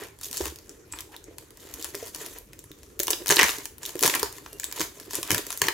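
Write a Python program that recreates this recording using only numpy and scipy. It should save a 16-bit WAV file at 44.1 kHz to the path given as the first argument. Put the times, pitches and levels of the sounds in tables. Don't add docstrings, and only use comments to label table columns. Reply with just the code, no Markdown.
import sys
import numpy as np
from scipy import signal
from scipy.fft import rfft, irfft
from scipy.io import wavfile
from scipy.ndimage import uniform_filter1d

SR = 44100
rng = np.random.default_rng(int(sys.argv[2]) if len(sys.argv) > 2 else 0)


def log_audio(samples):
    frames = np.atleast_2d(samples).T
    limited = np.clip(frames, -1, 1)
    pcm = np.round(limited * 32767).astype(np.int16)
    wavfile.write(sys.argv[1], SR, pcm)


def nominal_scale(level):
    x = np.asarray(level, float) / 20
    return 10 ** x


N = 253001


def rms_one(x):
    return x / np.sqrt(np.mean(x ** 2) + 1e-20)


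def at_hz(points, hz):
    table_hz, value = np.transpose(points)
    return np.interp(np.log(hz), np.log(table_hz), value)


def band(x, low_hz, high_hz):
    sos = signal.butter(2, [low_hz, min(high_hz, .45 * SR)], "band", fs=SR, output="sos")
    return signal.sosfilt(sos, x + 1e-18)


def resonance(x, hz, width_hz):
    r = np.exp(-np.pi * width_hz / SR)
    return signal.lfilter([(1 - r * r) / 2, 0, (r * r - 1) / 2], [1, -2 * r * np.cos(2 * np.pi * hz / SR), r * r], x)


def drift(corner_hz):
    r = np.exp(-2 * np.pi * corner_hz * 40 / SR)
    noise = rng.standard_normal(N // 40 + 2002)
    slow = signal.lfilter([1], [1, -2 * r, r * r], noise)[2000:]
    return np.interp(np.arange(N) / 40, np.arange(len(slow)), rms_one(slow))


def stereo(mid, side, alike):
    mid, side = np.sqrt(1 + alike) * mid, np.sqrt(1 - alike) * side
    return np.stack([mid + side, mid - side]) / np.sqrt(2)


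def pair(alike):
    mid, side = rng.standard_normal((2, N))
    return stereo(mid, side, alike)


# [t/s, card level/dB, film level/dB, ring f/Hz, ring level/dB]
LOUD_SNAPS = [(.188, -55, -47, 9000, -49), (.2122, -45, -36, 9300, -37.5), (.2358, -54, -33, 9400, -37),
              (.244, -47, -31, 5900, -37), (.3122, -62, -31, 10500, -34), (.3292, -40, -27.5, 13030, -41),
              (.3707, -42, -24, 10500, -29), (.3777, -48, -35, 7300, -27), (.4095, -42, -31, 840, -30),
              (.44, -40, -36, 13420, -34), (.4556, -29.5, -28, 13390, -32), (.5589, -61, -37.5, 7300, -48),
              (.587, -63, -42.5, 4700, -46), (.6936, -53, -42, 7580, -38.5), (.9237, -53, -45, 7800, -30.5),
              (.9363, -32.5, -50, 2370, -35), (.9877, -48, -36, 3290, -32), (1.0063, -52, -31, 13570, -42),
              (1.1643, -55, -36, 3700, -38.5), (1.241, -72, -43, 7060, -47),
              (1.3831, -42, -32.5, 10600, -49), (1.506, -55, -44, 9710, -53),
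              (1.5718, -62, -41.5, 13370, -53), (1.7394, -46.5, -29, 12700, -50),
              (1.8258, -49, -30, 6900, -35), (1.8443, -35, -23.5, 7060, -31), (1.9462, -35, -36, 1980, -36),
              (1.9512, -42, -27, 13760, -41), (2.0618, -46, -38, 7450, -42),
              (2.1472, -45, -28.5, 4560, -35), (2.1603, -45, -35, 13930, -37),
              (2.2622, -53, -39, 10600, -35), (2.3855, -64, -37.5, 13300, -34),
              (2.5319, -45.5, -42, 6220, -52), (2.5909, -57, -38, 7150, -41),
              (2.6404, -51.5, -52, 10400, -39), (2.7159, -52, -39.5, 3750, -42.5),
              (2.832, -49.5, -42, 10680, -51), (2.9923, -38.5, -33, 14470, -22),
              (2.9986, -46, -23.5, 7360, -33), (3.0011, -31, -17.5, 7350, -22),
              (3.0323, -45, -29, 12900, -20), (3.0698, -42, -22, 7500, -33),
              (3.0809, -24, -22, 2970, -22.5), (3.1049, -31, -15, 7150, -18.5),
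              (3.1094, -31, -18.5, 13850, -18), (3.1317, -27, -28, 3680, -21),
              (3.2597, -34, -27, 2460, -34), (3.27, -46, -24, 11670, -31), (3.2813, -30.5, -19, 6560, -24),
              (3.2906, -32, -15, 7460, -25), (3.3009, -19, -20, 1220, -17.5), (3.3065, -12, -11, 6500, -15),
              (3.3137, -18.5, -15, 6630, -18), (3.323, -18, -19, 1260, -17), (3.3412, -37, -24, 6980, -33),
              (3.3597, -34, -15, 6500, -28), (3.3682, -20.5, -19, 3980, -12), (3.383, -23, -23, 2900, -19),
              (3.391, -12, -17, 2260, -10.5), (3.3643, -36, -19, 6650, -30), (3.3948, -19, -17, 2110, -15),
              (3.3974, -18, -21, 2040, -10), (3.4117, -16, -23, 6300, -17), (3.4187, -14, -25, 2160, -19),
              (3.4308, -13, -10.5, 2120, -11), (3.4407, -19, -21, 6140, -19.5),
              (3.4836, -26, -25, 6370, -28), (3.4922, -23.5, -26, 3900, -23), (3.584, -39, -32, 13650, -46),
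              (3.6551, -35, -25.5, 8800, -38), (3.782, -50, -48, 13700, -38),
              (3.831, -39.5, -36, 7280, -41), (3.853, -45, -27.5, 3800, -30), (3.8608, -54, -25, 7410, -37),
              (3.8922, -37, -32.5, 7430, -44), (3.955, -36.5, -32, 13220, -37),
              (3.9921, -38, -25, 13090, -31), (4.009, -44, -30, 12200, -27),
              (4.027, -21.5, -13.5, 9710, -24), (4.0346, -16.5, -10.5, 6440, -18),
              (4.0408, -28, -21, 13540, -27), (4.046, -28, -20, 6590, -31), (4.0545, -21, -19, 4800, -19),
              (4.0605, -21.5, -12, 1610, -26), (4.0772, -21, -16, 6500, -17),
              (4.0978, -24.5, -33, 2560, -22.5), (4.1391, -19.5, -31, 1680, -19),
              (4.1501, -27, -19, 13910, -22), (4.1543, -23, -22, 10450, -26),
              (4.1953, -38, -23, 12200, -32), (4.199, -40, -27, 13740, -31),
              (4.2303, -27, -15.5, 915, -19.5), (4.326, -59, -35.5, 10490, -45),
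              (4.3829, -46, -38, 1060, -42), (4.4615, -50, -47, 900, -34.5), (4.5303, -63, -38, 9800, -38),
              (4.5981, -37.5, -29, 7440, -29.5), (4.633, -39, -34, 1760, -36),
              (4.6418, -42, -21, 7640, -27.5), (4.7132, -43, -37, 7240, -41),
              (4.7249, -37, -25, 13700, -41), (4.796, -36, -24, 6850, -32), (4.8066, -22.5, -23, 7820, -28),
              (4.8139, -25, -20.5, 13800, -33), (4.9989, -47, -37, 4970, -44),
              (5.1084, -38, -33, 5800, -36), (5.133, -39.5, -29, 5580, -37),
              (5.1448, -39.5, -31, 7500, -29), (5.1534, -41, -25, 9800, -19.5),
              (5.2295, -31.5, -23, 6040, -33), (5.276, -48, -32, 9000, -44),
              (5.3054, -16, -17, 6740, -18.5), (5.3153, -24, -16, 6760, -26),
              (5.3459, -20.5, -15.5, 6300, -23), (5.38, -29, -21.5, 12200, -32),
              (5.4668, -53, -30.5, 13220, -35), (5.504, -33, -29.5, 9300, -28),
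              (5.519, -47, -34, 6610, -31), (5.5265, -34, -26.5, 13400, -34),
              (5.5748, -46, -36, 11970, -24.5), (5.617, -14.5, -13.5, 6400, -20.5),
              (5.6388, -25, -29, 6310, -33), (5.669, -30, -28, 5900, -28), (5.6837, -16, -18, 920, -20)]


def tape_snaps(film_db, card_db):
    return snaps(np.vstack([LOUD_SNAPS, small_snaps(film_db, card_db)]))


def small_snaps(film_db, card_db):
    per_s, film_over_db, card_over_db, ring_over_db = 36, 4.5, 3, 2
    chance = rng.random((int(per_s * N / SR), 4))
    i = (chance[:, 0] * (N - 1)).astype(int)
    card_level_db = card_db[i] + card_over_db + 10 * (chance[:, 1] - .5)
    film_level_db = film_db[i] + film_over_db + 10 * (chance[:, 2] - .5)
    ring_hz = 4500 * 3 ** chance[:, 3]
    return np.transpose([i / SR, card_level_db, film_level_db, ring_hz, film_db[i] + ring_over_db])


def snaps(rows):
    s, card_db, film_db, ring_hz, ring_db = np.transpose(rows)
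    chance = rng.standard_normal((len(s), 2 + len(CARD_MODES)))
    pan_db = 1.3 + 2 * chance[:, 1]
    tau_s = .0008 * nominal_scale(2.2 * chance[:, 0])
    click = np.arange(2048) == 0
    film_colour = rfft(band(band(click, 2900, 23200), 2300, 21300))
    mode_spread_db = 4 * chance[:, 2:]
    modes = 0
    for k, (hz, width_hz, db) in enumerate(CARD_MODES):
        strength = (-1) ** k * nominal_scale(db + mode_spread_db[:, k, None])
        modes = modes + strength * rfft(resonance(click, hz, width_hz))
    card_colour = rfft(band(click, 847, 3100)) * (1 + nominal_scale(6.5) * modes)
    ring_colour = np.array([rfft(resonance(click, hz, 120 + .14 * hz)) for hz in ring_hz])

    film = nominal_scale(film_db)[:, None] * bursts(tau_s, 0.56, film_colour)
    board = nominal_scale(card_db)[:, None] * bursts(2.18 * tau_s, 0.77, card_colour)
    ring = nominal_scale(ring_db)[:, None] * bursts(tau_s, 0.92, ring_colour)
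    parts = (film + board + ring) * nominal_scale(np.array([pan_db, -pan_db]) / 2)[:, :, None]
    out = np.zeros((2, N + len(click)))
    for k, i in enumerate(np.maximum(s * SR, 0).astype(int)):
        out[:, i:i + len(click)] += parts[:, k]
    return out[:, :N]


def bursts(tau_s, alike, colour):
    t = np.arange(1024) / SR
    mid, side = rng.standard_normal((2, len(tau_s), len(t)))
    shape = (1 - np.exp(-t / 0.0004)) * np.exp(-t / tau_s[:, None])
    out = irfft(rfft(stereo(mid, side, alike) * shape, 2048) * colour, 2048)
    power = uniform_filter1d(out.mean(axis=0) ** 2, size=40, axis=1).max(axis=1)
    return out / np.sqrt(power)[:, None]


# [start t/s, hold t/s, film level/dB, card level/dB, box level/dB]
TUGS = [(0.0, 0.018, -45, -42.5, -41), (0.055, .03, -59, -57, -58), (0.237, 0.026, -40.5, -52.5, -58),
        (.34, 0.065, -39.5, -54, -52), (0.411, 0.062, -42, -48, -50), (0.586, .16, -65, -65.5, -66),
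        (0.925, 0.087, -53.5, -54, -66), (1.124, 0.016, -59, -57, -68), (1.288, 0.048, -80, -69, -51),
        (1.397, 0.034, -59, -72, -57), (1.593, 0.16, -53, -61, -57.5), (1.786, 0.1, -46, -48.5, -51),
        (1.942, 0.15, -49.5, -53, -53.5), (2.148, 0.13, -47.5, -52, -52), (2.298, 0.077, -53, -60, -55),
        (2.58, 0.045, -67, -75, -63), (2.767, 0.11, -64, -76.5, -61.5), (3.02, .06, -48, -58, -54),
        (3.095, 0.029, -44, -48, -50), (3.19, 0.046, -53, -56, -50), (3.29, 0.065, -34, -40, -43),
        (3.401, 0.044, -41, -29, -35), (3.46, 0.039, -33, -39, -48), (3.534, 0.028, -46.5, -50.5, -48),
        (3.6, 0.041, -49.5, -53, -55), (3.834, 0.071, -46.5, -51.5, -51), (3.956, 0.033, -52, -56, -51),
        (4.034, 0.038, -27, -36, -34), (4.137, 0.037, -38.5, -39, -40), (4.207, .06, -47.5, -48.5, -47),
        (4.33, 0.051, -56, -56, -63), (4.428, 0.16, -58, -62.5, -57.5), (4.606, 0.046, -49.5, -60, -60),
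        (4.69, .03, -62, -55.5, -58), (4.762, 0.035, -46.5, -49, -57), (4.794, 0.032, -37.5, -41.5, -38),
        (4.953, 0.12, -56.5, -60, -54), (5.117, 0.062, -42, -51, -51.5),
        (5.182, 0.085, -48.5, -52.5, -50.5), (5.314, 0.018, -33, -39.5, -33.5),
        (5.358, 0.029, -41, -41, -38.5), (5.443, 0.04, -51, -56, -54), (5.498, .09, -47.5, -54, -57),
        (5.629, .03, -41, -41, -40.5), (5.68, 0.032, -49, -45, -44)]
# [film level/dB, card level/dB, box level/dB]
REST = (-71, -73, -65)


def tugs():
    rise_db_per_s, fall_db_per_s = 547, 330
    t = np.arange(0, N, 16) / SR
    power = nominal_scale(2 * np.array(REST))[:, None]
    for s, hold_s, *peak_db in TUGS:
        loss_db = rise_db_per_s * np.maximum(s - t, 0) + fall_db_per_s * np.maximum(t - s - hold_s, 0)
        power = power + nominal_scale(2 * (np.array(peak_db)[:, None] - loss_db))
    return [np.interp(np.arange(N) / SR, t, 10 * np.log10(p)) for p in power]


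def grains(per_s, spread_db, ms):
    born = rng.random(N) < per_s * nominal_scale(3.5 * drift(30)) / SR
    sizes = nominal_scale(spread_db * np.minimum(rng.exponential(1, N), 4.5)) * born
    r = np.exp(-1000 / (ms * SR))
    return rms_one(signal.lfilter([1], [1, -r], sizes)) + .4


def crackle(film_db, card_db):
    per_s, flicker_db = 700, 1.4
    shared = grains(per_s, spread_db=1.0, ms=0.69)
    noise = shared * pair(0.69)
    film = 0
    for low_hz, high_hz, db in [(2800, 5430, 0.77), (5860, 7770, 3.5), (9000, 14300, 0.32)]:
        part = band(band(noise, low_hz, high_hz), 2540, 24000)
        film = film + part * nominal_scale(db + flicker_db * drift(14.5))
    coarse = grains(per_s, spread_db=4.0, ms=2.5)
    board = card((shared + 2.8 * coarse) * pair(0.74), ring_db=-14)
    return rms_one(film) * nominal_scale(film_db) + rms_one(board) * nominal_scale(card_db + 2.72 * flicker_db * drift(22))


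# [f/Hz, width f/Hz, level/dB]
CARD_MODES = [(926, 136, -8), (1272, 62, -8), (1704, 97, -9.5), (2392, 64, -7.5)]


def card(x, ring_db):
    broad = band(x, 510, 2640)
    modes = 0
    for k, (hz, width_hz, db) in enumerate(CARD_MODES):
        modes = modes + (-1) ** k * nominal_scale(db) * resonance(broad, hz, width_hz)
    return broad + nominal_scale(ring_db) * modes


# [f/Hz, width f/Hz, boost level/dB]
SHINE = [(3070, 1900, 0), (6110, 3440, 3), (9840, 300, 3), (13800, 660, 1.5)]


def shine(tape):
    return tape + sum((nominal_scale(db) - 1) * resonance(tape, hz, width_hz) for hz, width_hz, db in SHINE)


# [t/s, length t/s, f/Hz, width f/Hz, level/dB]
SQUEAKS = [(0.915, 0.043, 8000, 500, -45), (0.932, 0.039, 915, 90, -57), (1.09, 0.029, 835, 90, -57),
           (1.127, 0.044, 850, 80, -55), (4.476, 0.1, 2800, 70, -63)]


def squeaks():
    out, t = np.zeros(N), np.arange(N) / SR
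    for s, length_s, hz, width_hz, db in SQUEAKS:
        once = resonance(rng.standard_normal(N), hz, width_hz)
        tone = rms_one(resonance(once, hz, width_hz))
        rise, fall = (t - s) / .003, (s + length_s - t) / (0.23 * length_s)
        out += nominal_scale(db) * tone * np.sqrt(np.clip(np.minimum(rise, fall), 0, 1))
    return out


def box_rumble(db):
    shake = grains(150, spread_db=4.0, ms=4.2) * pair(0.95)
    hollow = band(shake, 167, 615)
    return nominal_scale(db) * rms_one(hollow + 1.8 * resonance(hollow, 394, 40) + 2.25 * resonance(hollow, 297, 88))


# [t/s, level/dB, f/Hz]
BOOMS = [(.307, -37, 252), (.406, -20, 367), (.459, -30, 320), (.522, -36, 336), (1.283, -34.5, 320),
         (1.945, -27.5, 401), (2.026, -28.5, 460), (2.213, -34, 434), (2.707, -37, 301), (3, -23, 368),
         (3.08, -29, 363), (3.103, -27, 424), (3.131, -28, 349), (3.219, -30, 365), (3.302, -17, 386),
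         (3.319, -16, 403), (3.369, -21, 340), (3.389, -18.5, 384), (3.414, -23, 448), (3.434, -24, 214),
         (3.584, -33.5, 290), (3.954, -22.5, 364), (4.03, -20, 460), (4.054, -24, 446), (4.151, -31, 277),
         (4.178, -32.5, 267), (4.23, -20, 416), (4.803, -23.5, 320), (5.186, -28.5, 342),
         (5.304, -22.5, 308), (5.328, -29, 172), (5.618, -23.5, 409), (5.683, -24, 353)]


def box_booms():
    return knocks(BOOMS, cycles=19.6, rise_s=0.00069, second=0.39)


# [t/s, level/dB, f/Hz]
THUDS = [(.415, -25, 68.5), (3.292, -21.5, 148), (3.403, -33, 63.4), (4.035, -25, 120), (4.206, -38, 63.6),
         (4.8, -32, 151), (5.171, -39, 99.6), (5.307, -21.5, 101), (5.61, -27.5, 109)]


def desk_thuds():
    return knocks(THUDS, cycles=17.1, rise_s=0.018, second=0.59) * nominal_scale([[.3], [-.3]])


def knocks(rows, cycles, rise_s, second):
    out, t = np.zeros(N + SR // 2), np.arange(SR // 2) / SR
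    for s, db, hz in rows:
        stretch, phase = rng.standard_normal(2)
        second_hz = hz * (1.35 + 0.15 * stretch)
        tone = np.sin(2 * np.pi * hz * t) + second * np.sin(2 * np.pi * second_hz * t + phase)
        i = max(round(s * SR), 0)
        out[i:i + len(t)] += nominal_scale(db - 60 * t * hz / cycles) * (1 - np.exp(-t / rise_s)) * tone
    return out[:N]


def room(x):
    near_t60_s, near_db, tail_t60_s, tail_db = 0.035, -8.5, 0.3, -7
    t = np.arange(SR // 2) / SR
    tail = band(pair(0.25)[:, :len(t)], 445, 18100) * nominal_scale(-60 * t / tail_t60_s) * (1 - np.exp(-t / 0.004))
    near = pair(0.63)[:, :len(t)] * nominal_scale(-60 * t / near_t60_s) * (t > .0008)
    response = nominal_scale(tail_db) * rms_one(tail) + nominal_scale(near_db) * rms_one(near)
    return signal.fftconvolve(x[None], response / np.sqrt(len(t)), axes=1)[:, :N]


# [f/Hz, level/dB per Hz]
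AIR = [(20, -30), (30, -7), (40, 5.5), (70, 4.5), (110, 4), (200, -10.5), (330, 3), (420, 0.5),
       (620, -21.5), (800, -18.5), (1500, -16.5), (4500, -25.5), (6600, -17.5), (8500, -24), (13500, -26),
       (16000, -41)]
# [f/Hz, likeness (1 = the same)]
AIR_LIKENESS = [(60, 1), (130, 0.94), (290, 0.82), (640, 0.12), (3000, 0.019), (7000, 0.32), (15000, 1)]


def air():
    out, edges_hz = 0, 22 * 2 ** np.arange(0, 9.7, .4)
    white = rng.standard_normal((2, 2, N))
    for k, (low_hz, high_hz) in enumerate(zip(edges_hz, edges_hz[1:])):
        mid, side = band(white[k % 2], low_hz, high_hz)
        hz = np.sqrt(low_hz * high_hz)
        gain = nominal_scale(at_hz(AIR, hz) + 3.4 * drift(13.8))
        out = out + gain * stereo(mid, side, at_hz(AIR_LIKENESS, hz))
    return nominal_scale(-53) * rms_one(out)


def scene():
    film_db, card_db, box_db = tugs()
    tape = shine(tape_snaps(film_db, card_db) + crackle(film_db, card_db)) + squeaks()
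    box = box_rumble(box_db) + box_booms()
    wet = room((tape + nominal_scale(0.5) * box).mean(axis=0))
    return tape + box + wet + desk_thuds() + air()


def low_pass(x):
    return signal.sosfilt(signal.butter(12, 16960, fs=SR, output="sos"), x)


def record(dry):
    rounded = .88 * np.tanh(dry / .88)
    cut = signal.sosfilt(signal.cheby2(10, 60, 17000, fs=SR, output="sos"), rounded)
    return low_pass(cut)


dry = scene()
out = record(dry)
log_audio(out)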